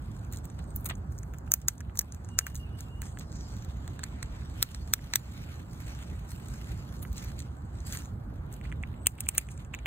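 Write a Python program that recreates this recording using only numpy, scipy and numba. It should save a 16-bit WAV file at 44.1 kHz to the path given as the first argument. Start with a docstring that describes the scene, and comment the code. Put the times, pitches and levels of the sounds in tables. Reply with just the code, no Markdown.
"""Teeth crack and tick on a nut, fur and paws brush leaves and bark, far traffic rumbles, thin birds whistle.
A squirrel gnaws at the foot of a tree, close to a phone. Cracks are noise bursts with rings, knocks a damped
hollow, rustles swelling coloured noise, traffic low noise and bird notes wavering sines with a noise tail.
The phone spreads its stereo by phase and turns its gain down after each loud crack."""
import sys
import numpy as np
from scipy import signal
from scipy.fft import rfft, irfft, next_fast_len
from scipy.io import wavfile
from scipy.ndimage import uniform_filter1d, map_coordinates
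from numba import njit

SR = 44100
rng = np.random.default_rng(int(sys.argv[2]) if len(sys.argv) > 2 else 0)


def materialize(psi):
    """Save the field psi as 16-bit PCM at rate SR to the path in sys.argv[1].

    A 1-D psi becomes a single channel; in a 2-D psi each row is a channel.
    """
    bounded = np.clip(np.atleast_2d(psi).T, -1, 1)
    quanta = np.round(bounded * 32767).astype(np.int16)
    wavfile.write(sys.argv[1], SR, quanta)


N = 434826

# tooth contacts: t/s, relative crack energy/dB, knock re crack/dB, top re crack/dB
BITES = [(0.073, -50, 0, -15), (0.116, -40, -10, -15), (0.193, -40, -8, -15), (0.1662, -38, -1, -13),
         (0.248, -39, -18, -16), (0.3257, -26, -9, 2), (0.335, -25, -8, -7), (0.361, -29, -20, -15),
         (0.372, -24, -23, -13), (0.386, -33, -10, -7), (0.4542, -30.5, -9, 2), (0.501, -33.5, -5, -22),
         (0.591, -35, 2.5, -16), (0.642, -39, -2, -15), (0.706, -34.5, -8, -14), (0.762, -29.5, -30, 19),
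         (0.81, -49, -15, 17), (0.846, -32, -15, 10), (0.857, -20, -17, -2), (0.8588, -21, -12, 4),
         (0.863, -20, -8, 0), (0.8674, -25, -13, -4), (0.8898, -26, -22, 7), (0.9, -22, -16, -12),
         (0.9017, -27, -2, -10), (0.9095, -35.5, -12, -11), (0.9104, -34.5, 19, -9), (0.954, -31, -24, -21),
         (1.123, -36.5, -7, -8), (1.181, -31, -27, -12), (1.188, -26, -30, -9), (1.232, -28.5, -12, -27),
         (1.235, -44, 8, -10), (1.338, -35.5, 5, -3), (1.3443, -47.5, 15, -5), (1.3854, -30.5, -13, -3),
         (1.477, -50, 16, -8), (1.519, 1.5, -18, -3.5), (1.539, 5, -17, 3), (1.6164, -31, -13, -6),
         (1.6841, 5.5, -14.5, -5.5), (1.781, -29.5, -25, -21), (1.8058, -24, -2, -12), (1.81, -33, 5, -11),
         (1.897, -57, 23.5, -10), (1.9, -61, 15, -13), (1.9557, -33.5, 0, 1), (1.9737, -14, -24, -11),
         (1.9921, 2.5, -24.5, -3), (2.0104, -18, -6, -4), (2.0146, -19, -9, 3), (2.1231, -20.5, -22, -21),
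         (2.147, -28, -13, -5), (2.247, -30, -12, -26), (2.2891, -29, -6, -29), (2.3895, 6, -10, -11),
         (2.4109, -41, 18, -15), (2.4675, -16.5, 4.5, 0), (2.5003, -33, -15, -11), (2.547, -31, -3, 6),
         (2.555, -17.5, -23, -7), (2.5635, -21, -24, -15), (2.807, -21.5, -20, -6), (3.019, -20.5, -5, -2),
         (3.029, -39.5, 11, -11), (3.1731, -39.5, 15, -22), (3.1885, -26, -13, -7), (3.196, -26.5, -28, -5),
         (3.327, -34, -7, -13), (3.567, -33.5, -5, -10), (3.648, -32, -8, -7), (3.878, -26.5, -3, -10),
         (3.993, -28, 3.5, -16), (4.0347, -23, 3.5, -13), (4.0386, -13, -9.5, -20),
         (4.2286, -17, -2.5, -14), (4.325, -45, -7, -6), (4.421, -49.5, 14.5, -12), (4.499, -37.5, -9, -15),
         (4.6275, 1, -11.5, -1.5), (4.7165, -32, -7, -15), (4.7472, -18, -8.5, -21),
         (4.876, -32, -5, -13.5), (4.937, 4, -9, -1.5), (4.992, -52.5, 24, -10), (5.1371, -5, -1.5, -13),
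         (5.1578, 4.5, -10, -2), (5.732, -34, -8, -12), (6.306, -30.5, -17, -12), (6.317, -33, -8, 0),
         (6.4854, -29, -14, -10), (7.028, -29, -13, 3), (7.0515, -49, 24, 3), (7.1298, -33, -16, 2),
         (7.168, -29, -28, -5), (7.1804, -20.5, -22, -17), (7.226, -32, -4, -7), (7.2458, -36, -5, 8),
         (7.293, -37, -4, -12), (7.3917, -25, -26, -9), (7.403, -23.5, -9, -17), (7.422, -32, -19, -21),
         (7.804, -31.5, -21, -22), (7.8683, -43, -20.5, -13), (7.88, -32, -12, -10), (7.925, -15, -30, -15),
         (7.9512, -29, 5, -7), (7.9725, -17.5, -10, -17), (8.0208, -31.5, -3, -11), (8.057, -33, -6, -17),
         (8.527, -28, -27, -8), (8.54, -29, -20, -14.5), (8.613, -43.5, 13.5, -9), (8.653, -47, 19.5, -9),
         (8.658, -46, 9, -9), (8.718, -40.5, 14, -22), (8.725, -37.5, 18, -19), (8.829, -31.5, -6, -17),
         (8.836, -43, 27, -21), (8.941, -54.5, 17, -24), (9.019, -45, -4, -19), (9.061, -17, -0.5, -10),
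         (9.0696, 6, -10, -5.5), (9.1804, -36, -3, -8), (9.186, -51, 25, -7), (9.206, -7, -16, -6),
         (9.2615, -31, -11, -4.5), (9.268, -47.5, 25, -15), (9.2889, 1.5, -12.5, -7), (9.351, -29.5, 4, 13),
         (9.381, 5.5, -11, -6), (9.4882, -32.5, 7.5, -19), (9.5165, -27.5, -32, -17),
         (9.577, -29.5, -11, -23), (9.6488, -34, -5.5, -17), (9.7378, -33, 10, -15),
         (9.741, -27.5, 14.5, -11), (9.7487, -23, 4.5, -8), (9.789, -33.5, 6.5, -25),
         (9.8593, -24.5, 18.5, 0)]


def amp(db):
    """Gain of a level in dB."""
    return 10 ** (np.asarray(db) / 20)


def unit(x):
    """Scaled to rms 1."""
    return x / np.sqrt(np.mean(x ** 2) + 1e-20)


def along(points, hz):
    """Interpolates (f/Hz, value) points on a log frequency axis."""
    f, v = np.transpose(points)
    return np.interp(np.log(hz + 1), np.log(f + 1), v)


def filtered(x, response, size=8192):
    """x times a complex response of frequency; size = samples of padding."""
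    m = next_fast_len(x.shape[-1] + size)
    spectrum = rfft(x, m) * response(np.fft.rfftfreq(m, 1 / SR))
    return irfft(spectrum, m)[..., :x.shape[-1]]


def spread(pair, lead, alike, left_db):
    """Left and right from a shared and an unshared sound, then half the phase lead on each side."""
    # treble phase by which left leads right: f/Hz, lead/rad
    lead_treble = [(6400, 4.6), (7800, 6.28), (9200, 6.4), (10000, 8.3), (11300, 9.4), (13700, 12.5),
                   (16500, 12.6)]

    def shares(hz):
        turn = np.arccos(np.clip(along(alike, hz), -1, 1)) / 2
        return np.array([np.cos(turn), np.sin(turn)])

    def sides(hz):
        lead_rad = np.interp(hz, *np.transpose(lead + lead_treble))
        half = np.exp(.5j * lead_rad) * amp(along(left_db, hz) / 2)
        return np.array([half, 1 / half])

    mid, side = filtered(pair, shares)
    return filtered(np.array([mid + side, mid - side]), sides)


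def rush(spectrum, patchy_db, grit):
    """Two coloured noises, joint rms 1, with patches of random gain, roughened by the envelope grit."""
    z = signal.stft(rng.standard_normal((2, N)), nperseg=256)[2]
    field = uniform_filter1d(rng.standard_normal(z.shape[1:]), size=3, axis=0)
    field = uniform_filter1d(field, size=16, axis=1)
    pair = signal.istft(z * amp(patchy_db * unit(field)), nperseg=256)[1][:, :N]
    return unit(filtered(pair * grit, lambda hz: amp(along(spectrum, hz))))


def traffic():
    """Far traffic: low-frequency noise with slightly patchy gain."""
    # rumble spectrum: f/Hz, level/dB
    rumble = [(18, -72), (28, -25.5), (40, -7), (60, 4), (90, -0.5), (130, -4), (200, -11.5), (300, -18.5),
              (450, -26), (800, -26.5), (1500, -32), (2500, -52), (5000, -72.5), (16000, -120)]
    return amp(-38.0) * rush(rumble, patchy_db=1.5, grit=1)


def bird():
    """Thin whistled notes, level or slightly slurred, a little unsteady; the trees smear them."""
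    # single notes: t/s, length/s, start f/Hz, end f/Hz, relative level/dB
    notes = [(0.657, .07, 8200, 8300, -76), (1.13, .06, 8250, 8150, -78), (2.277, 0.12, 2870, 2850, -67),
             (2.4, 0.082, 2830, 2820, -63), (2.502, 0.073, 2850, 2830, -72),
             (2.59, 0.07, 2855, 2830, -63.5), (2.643, 0.04, 2640, 2640, -64),
             (2.683, 0.13, 2900, 2830, -70), (2.832, 0.076, 2790, 2730, -72),
             (2.9, 0.16, 2830, 2880, -69.5), (2.668, 0.11, 9520, 9560, -89), (3.03, 0.17, 8180, 8140, -76),
             (4.4, 0.093, 8100, 7940, -80.5), (8.947, .035, 7750, 7570, -77),
             (8.983, 0.089, 7650, 8670, -73)]
    waver_hz, flicker_db = 22, 3.5  # rms of the random pitch and level drift
    drift = lambda size: unit(uniform_filter1d(rng.standard_normal(SR // 4), size=size))
    dry = np.zeros(N)
    for start, length, from_hz, to_hz, level_db in notes:
        t = np.arange(int(length * SR)) / SR
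        hz = from_hz + (to_hz - from_hz) * t / length + waver_hz * drift(400)[:len(t)]
        level = amp(level_db + flicker_db * drift(500)[:len(t)])
        swell = np.sqrt(np.sin(np.pi * t / length))
        dry[round(start * SR):][:len(t)] += level * swell * np.sin(2 * np.pi * np.cumsum(hz) / SR)
    tail_t60_s = .15
    tail = rng.standard_normal((2, SR // 2)) * amp(-60 * np.arange(SR // 2) / SR / tail_t60_s)
    smear = signal.fftconvolve(dry[None], tail / np.linalg.norm(tail[0]), axes=1)[:, :N]
    return dry * [[1.6], [-.8]] + amp(9) * smear  # rows: shared, unshared


def movement():
    """Strength of the crisp, soft and fine noise: stirring, rustles that swell and fade, crumbs after bites."""
    # steady stirring of fur and leaves: t/s, crisp/dB, soft/dB, fine/dB
    stir = [(0.0, -69.5, -65, -72.5), (0.74, -69.5, -70.5, -77.5), (1.04, -73, -73, -77),
            (1.37, -73.5, -77, -80), (1.98, -74, -65, -76), (2.39, -66, -70, -78),
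            (2.69, -72.5, -64.5, -76), (3.32, -69.5, -80, -76.5), (3.51, -64, -62, -71),
            (3.81, -71, -61, -73.5), (4.23, -66, -58, -75.5), (4.94, -63, -61, -70),
            (5.08, -61, -56, -64.5), (5.55, -62, -55.5, -67), (5.68, -68.5, -65.5, -73),
            (5.8, -63.5, -62, -66), (6.31, -71.5, -64.5, -74), (6.56, -61.5, -57, -92),
            (6.86, -70.5, -59, -71), (7.22, -62.5, -73, -66), (7.47, -88.5, -86.5, -81),
            (7.77, -66, -63.5, -76.5), (7.91, -59.5, -65, -78), (8.13, -75, -70.5, -75.5),
            (8.95, -76, -66, -77), (9.09, -76.5, -68.5, -79), (9.25, -64, -60, -77),
            (9.45, -67.5, -79, -90), (9.86, -77.5, -60, -74)]
    # single rustles and scrapes, added in power: peak t/s, length/s, crisp/dB, soft/dB, fine/dB
    rustles = [(0.339, 0.058, -55, -56, -57), (0.444, 0.031, -58, -60, -60),
               (0.591, 0.028, -69.5, -50.5, -72), (.67, 0.093, -84, -81, -84),
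               (0.761, 0.054, -56, -62, -49), (0.857, 0.026, -52.5, -44, -39.5),
               (0.898, 0.027, -56, -37, -58), (1.119, 0.07, -63.5, -106, -68), (1.203, 0.23, -71, -75, -69),
               (1.334, 0.039, -77, -63, -70), (1.465, 0.035, -64, -63, -68), (1.577, 0.059, -64, -70, -70),
               (1.618, 0.018, -54, -54, -70), (1.725, 0.041, -65, -77, -70), (1.96, 0.088, -57, -70, -58),
               (2.138, .06, -63, -61, -73), (2.252, .08, -68, -70, -83), (2.469, 0.062, -54, -51, -55),
               (2.565, 0.063, -53.5, -55.5, -54), (2.789, 0.117, -57, -55, -61.5),
               (3.038, 0.126, -53, -55, -66), (3.208, 0.042, -58, -55, -72.5),
               (3.357, 0.66, -60, -61.5, -90), (4.036, .06, -68, -57, -62), (4.608, 0.23, -60, -52.5, -62),
               (4.711, 0.069, -56, -69, -65), (5.869, 0.53, -57, -53, -71), (5.713, 0.072, -60, -86, -67),
               (6.299, 0.13, -55, -62, -57), (6.507, 0.84, -60, -72, -64), (7.025, 0.03, -64, -53, -45),
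               (7.172, 0.4, -56.5, -53, -68), (7.388, 0.05, -53, -53.5, -69),
               (7.867, 0.11, -48.5, -53.5, -56.5), (7.9, .03, -47.5, -51, -56),
               (7.996, 0.058, -52, -54, -66), (7.933, 0.115, -48.5, -47, -51),
               (8.523, 0.086, -63, -57.5, -60.5), (8.643, .09, -64, -53, -75),
               (9.197, 0.07, -67, -56.5, -81), (9.352, 0.14, -53, -51.5, -69),
               (9.504, 0.08, -55.5, -59.5, -67), (9.597, 0.084, -63, -55.5, -67),
               (9.738, 0.053, -61, -49.5, -79)]
    rise_share, fade_db = 0.17, 13.5  # share of length spent swelling; ends lie this far under the peak
    crumbs_db, crumbs_t60_s = [-59, -58, -58.5], 0.25  # crisp, soft, fine re crack energy in BITES
    t = np.arange(N) / SR
    s, *levels = np.transpose(stir)
    power = np.array([amp(2 * np.interp(t, s, db)) for db in levels])
    for peak, length, *parts_db in rustles:
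        near = slice(max(round((peak - 2 * length) * SR), 0), round((peak + 2 * length) * SR))
        late = (t[near] - peak) / length
        drop_db = fade_db * np.maximum(late / (1 - rise_share), -late / rise_share)
        power[:, near] += amp(2 * (np.c_[parts_db] - drop_db))
    bites = np.zeros(N)
    for start, db, *_ in BITES:
        bites[round(start * SR)] = amp(2 * db)
    crumbs = signal.lfilter([1], [1, -amp(-2 * 60 / (crumbs_t60_s * SR))], bites)
    return np.sqrt(power + amp(2 * np.c_[crumbs_db]) * crumbs)


def brushing():
    """Three grades of fur, leaf and crumb noise swell with movement; tiny snaps, denser in strong moves, roughen them."""
    # noise spectra: f/Hz, level/dB
    crisp_spectrum = [(3000, -42.5), (4200, -6.5), (5200, -8), (6500, -4.5), (8200, -4.5), (9300, -13.5),
                      (10500, -14.5), (12000, -45), (15000, -99.5)]
    soft_spectrum = [(500, -38), (1200, -2), (2500, -2.5), (4000, -6), (5500, -21), (9000, -94)]
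    fine_spectrum = [(7500, -40), (9300, -4), (10500, -1), (13000, -1), (15000, -4), (15700, -8),
                     (16000, -60)]
    # colour of the crisp rustle: t/s, upper half over lower half/dB
    crisp_tilt = [(0, -1), (1, 0), (2, -1), (3.1, 2.5), (3.35, -9.5), (3.55, -11), (3.9, -2), (4.6, -5.5),
                  (5.5, -4.5), (6, -1.5), (6.4, 2), (6.8, -8), (7.5, -0.5), (8.3, -1.5), (9.86, 8)]
    split_hz = 7400
    crisp, soft, fine = movement()

    snaps_per_s = 60 + 500 * np.sqrt(crisp / crisp.max())
    snaps = (rng.random(N) < snaps_per_s / SR) * amp(4 * rng.exponential(size=N))
    snaps = signal.lfilter([1], [1, -np.exp(-1 / (0.002 * SR))], np.minimum(snaps, 7))  # 2 ms decay

    # the stroke catches and slips some thirty times a second
    knots = rng.standard_normal(int(N * 30 / SR) + 4)
    catch = map_coordinates(knots, [np.linspace(0, len(knots) - 1, N)])
    crisp, soft, fine = crisp * amp(0.57 * catch), soft * amp(1.3 * catch), fine * amp(1.1 * catch)

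    leaves = rush(crisp_spectrum, patchy_db=3.5, grit=1 + 0.33 * snaps)
    upper = filtered(leaves, lambda hz: 1 / (1 + (split_hz / (hz + 1)) ** 16))
    tilt = amp(np.interp(np.arange(N) / SR, *np.transpose(crisp_tilt)) / 2)
    out = crisp * (upper * tilt + (leaves - upper) / tilt)
    out += soft * rush(soft_spectrum, patchy_db=2.4, grit=1 + 0.35 * snaps)
    return out + fine * rush(fine_spectrum, patchy_db=1.5, grit=1 + .6 * snaps)


def teeth():
    """Each contact creaks up to a burst of about a millisecond and crumbles away; it also knocks the hollow shell."""
    # how the nut is held, linear between rows: t/s, shell hollow f/Hz, low ring f/Hz, high ring f/Hz,
    # high over low ring/dB, middle re crack/dB, relative creak and crumble/dB
    grip_table = [(0, 1290, 7300, 8400, -11, -4, 1), (.8, 1340, 6900, 8350, 12, -16.5, -1),
                  (1.4, 1530, 6500, 8450, -44, -28.5, -11), (1.55, 1580, 6340, 8800, -7, -24, -13),
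                  (1.68, 1550, 6350, 8350, -4.5, -18.5, -11.5), (2.0, 1730, 5980, 8360, -28, -16, -8.5),
                  (2.301, 1660, 6660, 8600, -5, -16, -6.5), (3.6, 1610, 6830, 7570, 8, -4.5, -10),
                  (4.6, 1720, 5400, 8500, 3, -4, -6), (4.95, 1750, 5600, 7950, -2, -7, -5),
                  (5.13, 1900, 6100, 8140, -3, -0.5, -11), (5.2, 1860, 5330, 8700, 12.5, -17.5, -12),
                  (7.001, 1630, 6540, 7950, 0, -8, -6), (7.4, 1890, 6600, 8200, -4, -5, -3),
                  (8.001, 1790, 6700, 8350, -4.5, -9.5, -5.5), (8.801, 2075, 7000, 8300, 11, -23, -9.5),
                  (9.051, 2730, 7000, 8560, 17, -19.5, -11), (9.3, 2330, 7570, 8940, 21, -23.5, -3.5),
                  (9.86, 2410, 6870, 8700, -42, -16, -3)]
    # part spectra: f/Hz, level/dB
    crack_spectrum = [(3500, -47), (4500, -14), (5200, -3), (6500, -0.5), (8000, -2), (9500, -6),
                      (10800, -2), (12000, -42.5), (15000, -73.5)]
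    middle_spectrum = [(2600, -45), (3300, -9), (4400, 1.5), (5200, -29), (8000, -81.5)]
    top_spectrum = [(9800, -40), (11200, -3), (13000, 0), (15500, -1), (16000, -6), (16800, -26)]
    thud_spectrum = [(250, -42.5), (450, -12.5), (800, -16.5), (1200, -9.5), (1800, -27.5), (4000, -75)]
    # stereo: f/Hz, phase by which left leads right/rad; f/Hz, likeness; f/Hz, left over right/dB
    lead_near = [(0, 0), (1400, -.8), (2400, -1.3), (3400, 0), (4300, 2.6), (5000, 3.1)]
    alike_near = [(500, .6), (1200, .95), (2100, .93), (3200, .55), (4500, .98), (16000, .96)]
    left_near_db = [(800, 5), (1300, 0), (2500, -6), (3700, -4), (4600, 0)]
    ring_gain, ring_width_hz = 3, 850
    break_s, tear_t60_s = 0.00066, 0.003  # how long the shell tears, then its fading
    break_step, step_grows = 8.3, 0.018  # first clean step; its growth, dB per dB of bite
    knock_step = 1.7  # the hollow answers mostly to the first step
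    crumble_t60_s, ragged_db = 0.023, 4  # fading of the crumble; scatter of its chips
    # creak and crumble as the hollow feels them, re grip_table; dB fewer per dB of knock
    hollow_loose_db, hollow_t60_s, cleaner = 5.5, 0.037, 0.59
    echo_s, echo_db = 0.003, -15.5

    s, db, knock_db, top_db = (c[:, None, None] for c in np.transpose(BITES))
    turned_s, *grip = np.transpose(grip_table)
    shell_hz, low_hz, high_hz, high_db, middle_db, loose_db = (np.interp(s, turned_s, c) for c in grip)
    lead = 600  # samples ahead of the break
    t = (np.arange(2400) - lead) / SR
    chips = amp(ragged_db * rng.standard_normal((len(BITES), 1, len(t) // 24))).repeat(24, axis=2)
    fall = lambda t60: amp(-60 * np.abs(t) / t60)

    def shape(crumble_db, t60):
        creak = fall(0.0006) + amp(crumble_db - 4.0) * fall(0.02)
        tear = amp(-60 * np.maximum(t - break_s, 0) / tear_t60_s)
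        crumble = chips * amp(crumble_db) * fall(t60)
        return np.where(t < 0, creak, tear + crumble + amp(-34.5) * fall(0.2))

    noise = rng.standard_normal((len(BITES), 2, len(t)))
    noise[:, :1, lead:lead + 1] = break_step * amp(step_grows * db)
    bursts = shape(loose_db + 1.5, crumble_t60_s) * noise
    blows = shape(loose_db + hollow_loose_db - cleaner * knock_db, hollow_t60_s) * noise
    blows[:, :1, lead] *= knock_step

    def part(response, push=bursts):
        # energy 1 per channel before mixing
        p = filtered(push, response, size=512)
        return p / np.linalg.norm(p, axis=2, keepdims=True)

    def band(spectrum):
        return part(lambda hz: amp(along(spectrum, hz)))

    def mode(hz, at_hz, width_hz):
        damping = 1j * hz * width_hz
        return damping / (at_hz ** 2 - hz ** 2 + damping)

    def hollow(hz):
        return mode(hz, shell_hz, 590) * mode(hz, shell_hz, 4700) / (1 + (hz / 3400) ** 10)

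    def ringing(hz):
        rings = mode(hz, low_hz, ring_width_hz) + amp(high_db) * mode(hz, high_hz, ring_width_hz)
        return amp(along(crack_spectrum, hz)) * (1 + ring_gain * rings)

    knock = part(hollow, blows) + amp(-10.5) * band(thud_spectrum)  # the jaw adds a dull thud
    mix = part(ringing) + amp(knock_db) * knock
    mix += amp(middle_db) * band(middle_spectrum) + amp(top_db) * band(top_spectrum)
    out = np.zeros((2, N + SR))
    for start, sound in zip(np.round(s.ravel() * SR).astype(int) - lead, amp(db) * mix):
        out[:, start:start + len(t)] += sound

    # ground and trunk return each crack twice
    echo = lambda hz: amp(echo_db) * np.exp(-2j * np.pi * hz * echo_s)
    out = filtered(out[:, :N], lambda hz: 1 + echo(hz) + echo(hz) ** 2)
    return spread(amp(2.0) * out, lead_near, alike_near, left_near_db)


def scene():
    """The near teeth over everything that arrives diffusely."""
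    # stereo: f/Hz, phase by which left leads right/rad; f/Hz, likeness; f/Hz, left over right/dB
    lead_far = [(0, 0), (350, .1), (900, 2.3), (1600, 2.1), (2500, 2.9), (4200, 2.6), (5000, 3.1)]
    alike_far = [(40, 1), (130, 0.99), (300, 0.87), (600, 0.022), (1200, 0.19), (2600, 0.62), (3700, 0.48),
                 (5000, 0.74), (6200, 0.83), (7900, 0.94), (9200, 1), (10200, 0.15), (12600, .55),
                 (13900, 0.99), (16000, 0.59)]
    left_far_db = [(60, -1), (200, -4), (400, -4), (1300, 0), (5000, 0)]
    diffuse = traffic() + bird() + brushing()
    return teeth() + spread(diffuse, lead_far, alike_far, left_far_db)


@njit
def held(need, keep):
    """Jumps up with the need, then lets go by the factor keep each sample."""
    out = need.copy()
    for i in range(1, len(out)):
        out[i] = max(out[i], out[i - 1] * keep)
    return out


def record(dry):
    """Gain control with a quick and a slow recovery, soft clipping, band limit."""
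    threshold_db, quick_s, slow_s, react_s, top_hz = -18, 0.084, .5, 0.0019, 16800
    over_db = np.maximum(20 * np.log10(np.abs(dry).max(0) + 1e-9) - threshold_db, 0)
    cut_db = 0.15 * held(over_db, np.exp(-1 / (quick_s * SR)))
    cut_db += 0.13 * held(over_db, np.exp(-1 / (slow_s * SR)))
    react = np.exp(-1 / (react_s * SR))  # the gain needs a moment, so the front of a crack passes
    x = dry * amp(-signal.lfilter([1 - react], [1, -react], cut_db))
    clipped = x / (1 + np.abs(x) ** 6) ** (1 / 6)
    return np.clip(filtered(clipped, lambda hz: np.clip((top_hz - hz) / 60, 0, 1)), -1, 1)


dry = scene()
out = record(dry)
materialize(out)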